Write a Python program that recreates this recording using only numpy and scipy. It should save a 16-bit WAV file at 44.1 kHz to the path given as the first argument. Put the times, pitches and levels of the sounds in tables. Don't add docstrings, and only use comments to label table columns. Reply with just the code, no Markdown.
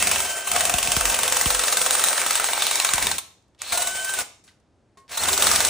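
import sys
import numpy as np
from scipy import signal
from scipy.fft import rfft, irfft
from scipy.io import wavfile
from scipy.ndimage import uniform_filter1d

SR = 44100
rng = np.random.default_rng(int(sys.argv[2]) if len(sys.argv) > 2 else 0)


def convert_level_to_amplitude(level_db):
    exponent = np.asarray(level_db, float) / 20
    return 10 ** exponent


def generate_wav(signal):
    frames = np.transpose(np.atleast_2d(signal))
    scaled = np.clip(frames, -1, 1) * 32767
    pcm = np.round(scaled).astype(np.int16)
    wavfile.write(sys.argv[1], SR, pcm)


N = 250929


def at_hz(points, hz):
    points_hz, values = np.transpose(points)
    return np.interp(np.log(np.maximum(hz, 1)), np.log(points_hz), values)


def rms_one(x):
    return x / np.sqrt(np.mean(x ** 2) + 1e-20)


def played(spans, fade_s):
    s, *columns = np.transpose(np.vstack(spans))
    t = np.arange(N) / SR
    is_open = sum((t >= span[0][0]) & (t <= span[-1][0] + .01) for span in spans)
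    gate = is_open.clip(0, 1) * 1.
    return uniform_filter1d(gate, int(fade_s * SR), mode="nearest"), [np.interp(t, s, c) for c in columns]


def band(x, low_hz, high_hz, order=2):
    sos = signal.butter(order, [low_hz, high_hz], "band", fs=SR, output="sos")
    return signal.sosfilt(sos, x + 1e-18)


def coloured(x, points):
    return irfft(rfft(x) * convert_level_to_amplitude(at_hz(points, np.fft.rfftfreq(N, 1 / SR))), N)


def drift(rate_hz):
    steps = rng.standard_normal(int(N / SR * rate_hz * 2) + 2)
    return np.interp(np.linspace(0, len(steps) - 1, N), np.arange(len(steps)), steps) * 1.285


def grains(count, spread_db):
    size = convert_level_to_amplitude(spread_db * np.minimum(rng.exponential(1, count), 5))
    return size * rng.standard_normal(count)


def sheet(x, wander_db):
    # frequency in Hz, width in Hz, gain in dB, liveliest from and to in seconds.
    modes = [(694, 28, 7, -1.5, 1), (810, 15, 3.5, 6, 2.7), (1110, 30, 3.5, -0.3, 1.55),
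             (1309, 50, 6.5, 2.1, 2.3), (1700, 320, 3.5, 2, 2.9), (2240, 30, 3.5, -2, 0.68),
             (2650, 60, 4, -0.6, 1.5), (3850, 830, 4, 1.5, 5.7), (7240, 61, 4.5, 9, 2.5),
             (8050, 300, 3, 1.5, 9.6), (8700, 530, 2, -1, 4.3)]
    held_db = -3
    out, t = x.copy(), np.arange(N) / SR
    for hz, width_hz, top_db, start_s, end_s in modes:
        outside_s = np.maximum(start_s - t, t - end_s)
        level_db = top_db + held_db * np.clip(outside_s / 0.24, 0, 1)
        r = np.exp(-np.pi * width_hz / SR)
        gain = (1 - r * r) / 2
        ringing = signal.lfilter([gain, 0, -gain], [1, -2 * r * np.cos(2 * np.pi * hz / SR), r * r], x)
        out += np.maximum(convert_level_to_amplitude(level_db + wander_db * drift(2.5)) - 1, 0) * ringing
    return out


def cutting_strokes():
    # start in seconds, peak in dB, thud and clank in dB against
    # the peak, clank pitch in Hz.
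    cut_strokes = [(0.024, -3, -20, -15.5, 2270), (0.07, -7, -15, -11.5, 2270), (0.114, -6, -17.5, -12, 2270),
                   (0.158, -10, -15, -10.5, 2620), (0.202, -8, -18.5, -17, 2290),
                   (0.515, -7, -21, -15, 2280), (0.56, -5.5, -12.5, -14.5, 2770),
                (0.605, -4, -15.5, -12.5, 3730), (0.65, -8, -18.5, -13.5, 2560),
                (0.694, -6.5, -14, -15, 2450), (0.739, -5.5, -17.5, -13, 2550),
                (0.784, -6.5, -19, -11, 2750), (0.828, -4.5, -23, -16, 2750), (0.872, -5.5, -25, -13, 3500),
                (0.917, -7.5, -20.5, -10.5, 3000), (0.964, -10, -13.5, -12, 2650),
                (1.008, -8, -13.5, -16, 2660), (1.053, -4, -18.5, -16, 2620),
                (1.097, -8.5, -16, -14.5, 2610), (1.143, -5.5, -23.5, -16.5, 2650),
                (1.187, -8, -14, -12.5, 3650), (1.232, -5.5, -20.5, -13.5, 3000),
                (1.278, -7, -20, -13.5, 2730), (1.322, -8, -13.5, -19.5, 2720),
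                (1.368, -8, -12.5, -16.5, 2627), (1.412, -6, -19, -15.5, 1970),
                (1.457, -5, -18.5, -15, 2880), (1.502, -7, -13, -18, 4200), (1.546, -9, -13.5, -17.5, 2820),
                (1.592, -8.5, -15.5, -19, 1900), (1.637, -8, -13.5, -13.5, 3720),
                (1.681, -11, -17.5, -11, 1700), (1.725, -7.5, -15.5, -14, 3740), (1.77, -7, -15, -15, 2300),
                (1.815, -8, -19.5, -16, 3060),
                   (1.86, -9, -11, -14.5, 2847), (1.905, -7, -19, -13, 3860), (1.95, -8, -14.5, -16.5, 3110),
                  (1.993, -10.5, -12.5, -14.5, 3100), (2.038, -3, -21.5, -15.5, 4010),
                  (2.084, -8, -18.5, -15, 4200), (2.129, -12.5, -15, -14.5, 1840),
                  (2.174, -10, -17, -16.5, 1700), (2.218, -11.5, -12, -15.5, 1757),
                  (2.261, -8.5, -13, -14.5, 3040), (2.307, -5.5, -19, -17.5, 2240),
                  (2.353, -7.5, -16.5, -13.5, 3600), (2.397, -9, -12.5, -13, 3910),
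                  (2.441, -9, -16, -14, 3276), (2.486, -10, -12.5, -12.5, 3880),
                  (2.532, -6, -17.5, -13.5, 3600), (2.576, -15.5, -8, -9.5, 3660),
                  (2.621, -7, -16.5, -10, 3200), (2.666, -8, -19, -16, 3850), (2.71, -8, -15.5, -14, 3770),
                  (2.755, -12, -18, -15, 3720), (2.799, -4.5, -20, -11, 3970),
                  (2.846, -4.5, -16, -17.5, 2220), (2.889, -8.5, -15, -10.5, 3730),
                  (2.935, -4, -21, -18, 3700), (2.979, -9, -12, -16, 2375),
                  (3.025, -10.5, -22.5, -14, 2240), (3.068, -6, -17, -13, 2970),
                  (3.113, -7.5, -18, -13.5, 4270),
                   (5.33, -7.5, -27, -9, 3780), (5.376, -9, -16.5, -17.5, 4460),
                (5.422, -1.5, -17, -15.5, 3840), (5.467, -3.5, -13.5, -12, 4600),
                (5.513, -8, -11, -21, 2300), (5.556, -6.5, -18, -14, 4350), (5.603, -5.5, -16, -14, 4060),
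                (5.649, -6, -20.5, -16, 4140)]
    # break in seconds, edge peak in dB, thud
    # pitch in Hz, tear in ms.
    breaks = [(0.0254, -10, 1320, 2.2), (0.0715, -10.5, 750, 3.1), (0.1146, -10.5, 1310, 3.6),
              (0.1595, -17, 1640, 3.1), (0.2037, -14.5, 1340, 1.9), (0.5161, -11, 1270, 1.8),
              (0.5623, -11.5, 750, 1.8), (0.6075, -12.5, 750, 3.7), (0.6528, -8.5, 750, 1.4),
              (0.6965, -12, 750, 2.8), (0.74, -11.5, 750, 1.3), (0.7849, -12, 750, 1.7),
              (0.8296, -11, 1300, 0.7), (0.8744, -14, 1310, 0.9), (0.919, -8.5, 1160, 1.0),
              (0.9661, -11, 1340, 1.3), (1.0098, -12.5, 1290, 2.2), (1.0549, -7.5, 1770, 0.8),
              (1.0991, -12.5, 1560, 1.9), (1.1442, -11.5, 1340, 1.5), (1.1895, -12, 1290, 1.8),
              (1.2338, -9.5, 1130, 0.7), (1.279, -11, 1110, 1.3), (1.3237, -10, 1130, 1.6),
              (1.3685, -11, 1290, 2.2), (1.4125, -9.5, 1150, 1.4), (1.4587, -12, 1090, 1.0),
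              (1.5044, -10, 1320, 2.2), (1.548, -14.5, 1310, 2.4), (1.5938, -13.5, 1320, 2.8),
              (1.6375, -16.5, 1310, 2.2), (1.6819, -14, 1310, 1.6), (1.7258, -12.5, 1290, 1.7),
              (1.771, -10, 1560, 2.1), (1.8164, -11.5, 1290, 0.8),
              (1.8623, -13.5, 750, 2.6), (1.9086, -8.5, 1740, 1.0), (1.9515, -14, 1290, 1.7),
                    (1.9948, -14.5, 1300, 1.5), (2.04, -5, 1330, 0.8), (2.0855, -12.5, 1180, 1.6),
                    (2.1298, -17.5, 1850, 1.6), (2.1782, -16, 1300, 2.1), (2.2163, -17, 1290, 1.9),
                    (2.2638, -13.5, 750, 1.7), (2.3083, -8.5, 1210, 1.0), (2.355, -11.5, 1700, 1.2),
                    (2.3984, -15, 1290, 1.8), (2.4435, -11, 970, 0.8), (2.488, -19, 950, 1.7),
                    (2.5334, -14, 970, 1.2), (2.578, -19, 1320, 1.4), (2.6218, -12.5, 1280, 2.0),
                    (2.6677, -12, 1470, 0.7), (2.712, -13.5, 1310, 1.9), (2.7564, -10.5, 950, 0.7),
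                    (2.8005, -10, 940, 0.9), (2.848, -9, 1600, 2.0), (2.8904, -15, 1310, 1.4),
                    (2.9367, -6, 1470, 0.7), (2.9806, -16, 970, 2.0), (3.0262, -12.5, 970, 1.0),
                    (3.0695, -11.5, 990, 1.0), (3.1151, -16, 900, 1.1), (5.3313, -16, 1180, 0.8),
                    (5.378, -9, 1340, 0.7), (5.4236, -6.5, 1340, 1.6), (5.4694, -10.5, 1310, 1.7),
                    (5.5147, -7, 1290, 1.0), (5.5603, -8.5, 1680, 1.6), (5.6048, -8.5, 1550, 0.8),
                    (5.65, -5.5, 900, 0.7)]
    part_db = [-2, -4, -20]
    _, peak_db, thud_db, clank_db, clank_hz = np.array(cut_strokes).T
    s, edge_db, thud_hz, tear_ms = np.array(breaks).T
    tear_ms = abs(tear_ms)
    snap_db = 0.95 * (edge_db - edge_db.mean()) + 6.5 * np.log10(tear_ms / 1.6)
    press_s, rub_db = np.full_like(s, .0032), np.full_like(s, -13.0)
    crack_db, shear_ms = edge_db + 3.8, 1.9 * tear_ms
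    return [s, press_s, peak_db + thud_db + part_db[0], peak_db + clank_db + part_db[1],
            snap_db + part_db[2], crack_db, shear_ms, thud_hz, clank_hz, rub_db]


def lone_strokes():
    # start in seconds, strength in dB, shear in ms, brightness in dB.
    lone = [(.248, -28.5, 12, -2), (.47, -25.5, 26, -1), (3.182, -22, 5, 1.2), (3.721, -21.5, 12.5, -1),
            (3.773, -21, 14.4, 0), (3.819, -23.5, 15.5, 0.5), (3.871, -22, 8.8, 0),
            (4.045, -30.5, 9.6, 4.5), (4.091, -28.5, 11, -3), (4.136, -27.5, 13, 0),
            (4.187, -22.5, 7.6, -1), (5.172, -23, 13, -0.5), (5.235, -20, 6.8, -2),
            (5.283, -18.5, 13.2, -3)]
    s, strength_db, shear_ms, bright_db = np.transpose(lone)
    shear_ms = abs(shear_ms)
    strength_db = strength_db + 10 * np.log10(shear_ms / 20.0)
    press_s = .00022 * shear_ms
    thud_hz, clank_hz, rub_db = np.full_like(s, 1100.0), np.full_like(s, 3840), np.full_like(s, -30.0)
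    return [s + .5 * press_s, press_s, strength_db - 5 - bright_db, strength_db - 1,
            strength_db + 4.5 + bright_db, strength_db - 7.0, shear_ms * .75, thud_hz, clank_hz, rub_db]


def punch():
    # from and to in Hz, level in dB.
    parts = [(789, 2010, 4), (1673, 3450, 2), (3000, 4620, 2), (5720, 14230, 1)]
    # time in seconds, share in the long strip 0-1.
    free_share = [(0, 0.7), (.9, 0.1), (1.6, 0.53), (3.1, 0.46), (3.8, 1), (5.2, 0.01), (5.69, 0)]
    shudders_db = [-1.5, -11.5, -6.5, -3.5]
    thud_width, clank_width = .07, 0.089
    length = 2048
    t = np.arange(length) / SR
    hits = np.zeros(N + length)
    shudder = np.clip(t / 0.0072, 0, 1) * np.exp(-t / 0.0067)
    strokes = np.hstack([cutting_strokes(), lone_strokes()]).T
    for s, press_s, thud_db, clank_db, snap_db, crack_db, shear_ms, thud_hz, clank_hz, rub_db in strokes:
        after = t - press_s
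        press = 0.32 * t / press_s
        shear = np.where(after < 0, press, np.exp(-abs(after) / (0.0008 * shear_ms)))
        rub = convert_level_to_amplitude(rub_db + 1.5 * rng.standard_normal()) * np.exp(-((after - .022) / 0.003) ** 2)
        burst = grains(length, spread_db=2.0)

        sounds = []
        for k, (low_hz, high_hz, level_db) in enumerate(parts):
            force = shear + convert_level_to_amplitude(shudders_db[k]) * shudder
            if k == 3:
                force = force + rub
            sounds.append(convert_level_to_amplitude(level_db) * rms_one(band(force * burst, low_hz, high_hz)))
        thud, long_strip, short_strip, snap = sounds

        tear = shear * burst
        low_ring = rms_one(band(tear, thud_hz * (1 - thud_width), thud_hz * (1 + thud_width), order=1))
        ring = rms_one(band(tear, clank_hz * (1 - clank_width), clank_hz * (1 + clank_width), order=1))
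        thud = rms_one(thud + convert_level_to_amplitude(-1) * low_ring)
        share = np.clip(np.interp(s, *np.transpose(free_share)), 0, 1)
        strips = np.sqrt(share) * long_strip - np.sqrt(1 - share) * short_strip
        clank = rms_one(strips + convert_level_to_amplitude(4.5) * ring)
        snap = snap + convert_level_to_amplitude(-6.0) * rms_one(band(tear, 11900, 16000))

        at = round((s - press_s) * SR)
        stroke = convert_level_to_amplitude(thud_db) * thud + convert_level_to_amplitude(clank_db) * clank + convert_level_to_amplitude(snap_db) * snap
        hits[at:at + length] += np.sqrt(0.0065 / t[-1]) * stroke
        crack = band(burst * np.exp(-(after / 0.00028) ** 2), 2200, 13000, order=1)
        hits[at:at + length] += convert_level_to_amplitude(crack_db) * crack / np.max(abs(crack))
    return sheet(hits[:N], wander_db=1.5)


def rattle():
    # time in seconds, bite of the punch in dB, shake of the hands in dB.
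    effort = [
        [(0, 1.5, 1.5), (.19, 2.3, -3.5), (.31, -4.5, -8.5), (.45, -9, -18), (.53, 0, -1.5), (1.45, 1.15, -8),
         (1.65, 0.3, -13), (2.0, 2, -11.5), (2.3, 0, -13.5), (2.6, -1, -15.5), (2.93, -1.5, -14),
         (3.05, -1.5, 2), (3.17, -9.5, 3)],
        [(3.6, -4.5, -18), (3.715, -7.5, -11), (3.73, -1.5, -5), (3.87, -6, -10), (4.017, -8.5, -13),
         (4.15, -6, -16), (4.21, 0.5, -6)],
        [(5.1, 3.5, -8), (5.17, -5.5, -14), (5.2, -1.5, -5), (5.3, 1.5, -1), (5.38, 1, -7), (5.45, 7, -5),
         (5.69, 2.5, -5)],
    ]
    # frequency in Hz, tilt in dB.
    colour = [(30, -22), (60, 1.5), (100, -10.5), (200, 2.5), (350, -4.5), (600, 4), (1500, 0),
              (3000, -2.5), (5000, -7.5), (8000, -3), (11000, -4.5), (12900, -18.5), (14800, 1.5)]
    # frequency in Hz, level in dB over the low rumble.
    throbs = [(67, -2.5), (89, 0.5)]
    splits_hz = [25, 350, 2200, 5500, 17000]
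    bands_db = [-42, -31.5, -31, -22]
    bite_shares = [0.86, 0.9, 0.85, 0.73]
    slow_dulls = [1.0, 1.07, 0.8, 1.5]
    trigger_s = [3.6, 5.08]
    run_up_s, standstill_db = 0.15, -16.5
    gate, (bite_db, shake_db) = played(effort, fade_s=0.037)
    t = np.arange(N) / SR
    speed_db = 0
    for s in trigger_s:
        lack = np.clip(1 - (t - s) / run_up_s, 0, 1) ** 2
        speed_db = speed_db + standstill_db * (t > s - .05) * lack

    chatter = sheet(coloured(grains(N, spread_db=1.5), colour), wander_db=2.07)
    together = drift(40.0)
    bands = [rms_one(band(chatter, *splits_hz[k:k + 2], order=4)) for k in range(4)]
    for hz, level_db in throbs:
        bands[0] = bands[0] + convert_level_to_amplitude(level_db + 1.4 * drift(3.9)) * np.sin(2 * np.pi * hz * t)
    bands[0] = convert_level_to_amplitude(shake_db) * bands[0]

    out = 0
    for level_db, share, slow, sound in zip(bands_db, bite_shares, slow_dulls, bands):
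        flicker_db = together + 1.2 * drift(25.0)
        out = out + convert_level_to_amplitude(level_db + share * bite_db + slow * speed_db - 3.5 + flicker_db) * sound
    return gate * out


def motor():
    # time in seconds, pole rate in Hz, whine in dB, overtone in dB.
    first_pull = [(0, 1552, -49.5, -43), (.23, 1554, -40.5, -46.5), (.28, 1546, -39, -37),
                  (.47, 1553, -43, -43.5), (.52, 1542, -45, -39), (1.2, 1552, -42.5, -50),
                  (1.9, 1547, -46.5, -51), (2.3, 1545, -48.5, -51), (3.14, 1545, -45, -54)]
    second_pull = [(3.72, 1385, -38, -58), (3.8, 1456, -40, -40), (3.866, 1504, -36, -42),
                   (4.0, 1536, -36, -37.5), (4.05, 1529, -40, -48), (4.1, 1558, -31, -41),
                   (4.145, 1537, -30, -46), (4.171, 1512, -52, -52), (4.189, 1480, -29, -58)]
    third_pull = [(5.2, 1332, -52.5, -61), (5.27, 1476, -44, -54.5), (5.369, 1475, -44, -43.5),
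                  (5.501, 1486, -42, -48.5), (5.69, 1493, -43, -50)]
    # multiple of pole rate, level in dB rms.
    orders = [(.25, -54.5)]
    # time in seconds, level in dB rms.
    mesh_points = [(.1, -45), (.45, -44), (.6, -53), (1.7, -49.5), (2.1, -34.5), (2.7, -42), (3.1, -48),
                   (3.84, -58), (3.93, -41), (4.15, -45), (5.3, -48.5)]
    mesh_order = 5.75
    gate, (pole_hz, whine_db, overtone_db) = played([first_pull, second_pull, third_pull], fade_s=0.023)
    turn = 2 * np.pi * np.cumsum(pole_hz * (1 + .001 * drift(30.0))) / SR
    out = convert_level_to_amplitude(whine_db + 1.5 * drift(15)) * np.sin(turn)
    out += convert_level_to_amplitude(overtone_db + 1.5 * drift(10)) * np.sin(2 * turn)
    for multiple, level_db in orders:
        out += convert_level_to_amplitude(level_db + 3.0 * drift(8.0)) * np.sin(multiple * turn)
    mesh_db = np.interp(np.arange(N) / SR, *np.transpose(mesh_points))
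    out += convert_level_to_amplitude(mesh_db + 3.0 * drift(8.1)) * np.sin(mesh_order * turn)
    return np.sqrt(2) * gate * out


def singing():
    # from and to in seconds, frequency in Hz, level in dB rms.
    rings = [(0, 0.29, 700, -45), (0.49, 0.76, 705, -35.5), (5.165, 5.29, 1400, -39), (.8, 1.303, 697, -42),
             (1.0, 1.975, 497.4, -42), (2.76, 2.94, 1078, -39), (2.92, 3.1, 1030, -43),
             (2.5, 3.08, 2280, -40), (2.87, 2.98, 7060, -38), (3.705, 3.917, 687, -37.5),
             (3.96, 4.08, 686, -43), (4.16, 4.235, 690, -43), (3.632, 3.75, 4230, -44),
             (5.12, 5.218, 4200, -43), (5.29, 5.453, 383, -41)]
    coherent_cycles = 14.0
    t, out = np.arange(N) / SR, 0
    for start_s, end_s, hz, level_db in rings:
        swell = np.clip(np.minimum(t - start_s, end_s - t) / 0.025, 0, 1)
        turn, rate_hz = 2 * np.pi * hz * t, round(hz, -2) / coherent_cycles
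        ring = swell * (drift(rate_hz) * np.sin(turn) + drift(rate_hz) * np.cos(turn))
        out = out + convert_level_to_amplitude(level_db) * ring / np.sqrt(np.mean(ring[swell > 0] ** 2))
    return out


def chip_squeal():
    # from and to in seconds, from and to in Hz, level in dB rms.
    glide = (5.187, 5.211, 3950, 4500, -27)
    start_s, end_s, from_hz, to_hz, level_db = glide
    t = np.arange(N) / SR
    swell = np.clip(np.minimum(t - start_s, end_s - t) / 0.015, 0, 1)
    glide_hz = np.interp(t, [start_s, end_s], [from_hz, to_hz])
    return np.sqrt(2) * convert_level_to_amplitude(level_db) * swell * np.sin(2 * np.pi * np.cumsum(glide_hz) / SR)


def clicks():
    # start in seconds, peak in dB, brightness in dB, length in ms.
    contacts = [
        (3.548, -51, -11, 2.8),
        (3.579, -53, -28, 3),
        (3.591, -50, 6, 2.7),
        (3.618, -16.5, 2, 2.1),
        (4.976, -50, -17, 1.88),
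        (5.08, -41.5, -26, 2.3),
        (5.094, -36, -2, 4),
        (5.257, -9, -5, 1.5),
        (5.5548, -10.5, 3, 1.5),
    ]
    scuffs = [
        (4.439, -54, 5, 25),
        (4.468, -57, 3.5, 29),
        (4.478, -43.5, -14, 22),
        (4.6, -65.5, 1.5, 6),
        (4.973, -47.5, -1.5, 22),
        (3.424, -72, 14, 3),
        (3.48, -76, 13, 5),
    ]
    # frequency in Hz, peak in dB, T60 in seconds.
    can_modes = [(409, -56, 0.24), (680, -59, 0.18), (1081, -49, 0.43), (1869, -61, 0.3), (2165, -64, .3),
                 (3640, -60, .1)]
    can_s = 4.972
    out, t = np.zeros(N + SR), np.arange(8192) / SR
    for s, peak_db, bright_db, length_ms in contacts + scuffs:
        crackle = rng.standard_normal(len(t)) * np.exp(-t / (0.0011 * abs(length_ms)))
        sound = 1.84 * band(crackle, 880, 5200) + convert_level_to_amplitude(bright_db + 5.5) * band(crackle, 3600, 11500)
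        out[round(s * SR):][:len(t)] += convert_level_to_amplitude(peak_db - 5.5) * sound
    damped = np.clip((.11 - t) / 0.037, 0, 1)
    for hz, peak_db, t60_s in can_modes:
        ring = damped * convert_level_to_amplitude(peak_db - 60 * t / t60_s) * np.sin(2 * np.pi * hz * t)
        out[round(can_s * SR):][:len(t)] += ring
    return out[:N]


def puffs():
    # start in seconds, peak in dB, start phase in rad, wobble in dB.
    gusts = [
        (0.739, -25.5, 1.7, -12),
        (0.88, -30.5, 0.92, -1),
        (0.966, -21.5, -1.6, -4),
        (1.458, -20.5, 1.9, -9.5),
        (2.938, -30.5, 0.99, -9),
        (3.731, -52.5, 1.6, -20),
    ]
    out, t = np.zeros(N), np.arange(12000) / SR
    falling_hz = 50.0 + 660.0 * np.exp(-t / 0.0038)
    shape = np.clip(t / 0.005, 0, 1) * np.exp(-(t / 0.025) ** 3)
    wobble = 0.53 * np.exp(-((t - .1) / .055) ** 2) * np.sin(2 * np.pi * 44.0 * t)
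    for s, peak_db, phase, wobble_db in gusts:
        swing = np.sin(2 * np.pi * np.cumsum(falling_hz) / SR + phase)
        out[round(s * SR):][:len(t)] += convert_level_to_amplitude(peak_db - 0.5) * (shape * swing + convert_level_to_amplitude(wobble_db) * wobble)
    return out


def treble_scatter(tool):
    return convert_level_to_amplitude(-10) * band(tool * drift(270), 3500, 10500, order=4) * [[1], [-1]]


def garage(x):
    # frequency in Hz, T60 in seconds.
    decay = [(100, 0.36), (500, 0.44), (2000, 0.42), (6000, 0.46), (14000, 0.18)]
    # frequency in Hz, likeness 0-1.
    likeness = [(100, 1), (300, 1), (1000, 0.47), (4000, 0.26), (8000, 0.4), (13000, 0.96)]
    t, edges_hz, tail = np.arange(SR // 2) / SR, 40 * 2 ** np.arange(0, 9.1, .75), 0
    for low_hz, high_hz in zip(edges_hz, edges_hz[1:]):
        hz = np.sqrt(low_hz * high_hz)
        alike = np.clip(at_hz(likeness, hz), 0, 1)
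        mid, side = band(rng.standard_normal((2, len(t))), low_hz, high_hz)
        echoes = np.sqrt(1 + alike) * mid + np.sqrt(1 - alike) * side * [[1], [-1]]
        tail = tail + convert_level_to_amplitude(-60 * t / at_hz(decay, hz)) * echoes
    tail = tail * np.clip((t - .003) / 0.0034, 0, 1)
    tail = tail / np.sqrt(np.sum(tail ** 2) / 2)
    near = (rng.uniform(0.0011, .008, (2, 4)) * SR).astype(int)
    tail[[[0], [1]], near] += convert_level_to_amplitude(-8.5) * rng.choice([-1, 1], near.shape)
    return convert_level_to_amplitude(-11) * signal.fftconvolve(x[None], tail, axes=1)[:, :N]


def quiet_floor():
    # frequency in Hz, level in dB.
    hush_colour = [(18, -54), (30, -19), (70, -6.5), (113, -5), (149, -11.5), (187, -11), (286, -11.5),
                   (742, -19), (2500, -33), (10300, -41), (11800, -69.5), (22000, -120)]
    hush = rng.standard_normal((3, N))
    return convert_level_to_amplitude(-63) * rms_one(coloured(hush[0] + 0.37 * hush[1:], hush_colour))


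def scene():
    tool = punch() + rattle() + singing() + chip_squeal() + clicks()
    whine = motor()
    return tool + treble_scatter(tool) + whine + garage(tool + 0.4 * whine) + quiet_floor() + puffs()


def low_pass(x):
    return signal.sosfilt(signal.butter(12, 17120, fs=SR, output="sos"), x)


def record(dry):
    # frequency in Hz, lead of the left port in rad.
    port_lead = [(0, 0), (4600, -.1), (5250, .4), (6700, -.1), (7150, -.6), (10700, -2.3), (11800, -3.1),
                 (13900, -3.2), (15400, -4.3)]
    cutoff_hz = 15750
    lead = np.interp(np.fft.rfftfreq(N, 1 / SR), *np.transpose(port_lead))
    ports = np.array([dry[0], irfft(rfft(dry[1]) * np.exp(-1j * lead), N)])
    soft = .8 * np.tanh(ports / .8)
    top_cut = signal.cheby2(16, 75, cutoff_hz + 400, fs=SR, output="sos")
    return low_pass(signal.sosfilt(top_cut, soft))


dry = scene()
out = record(dry)
generate_wav(out)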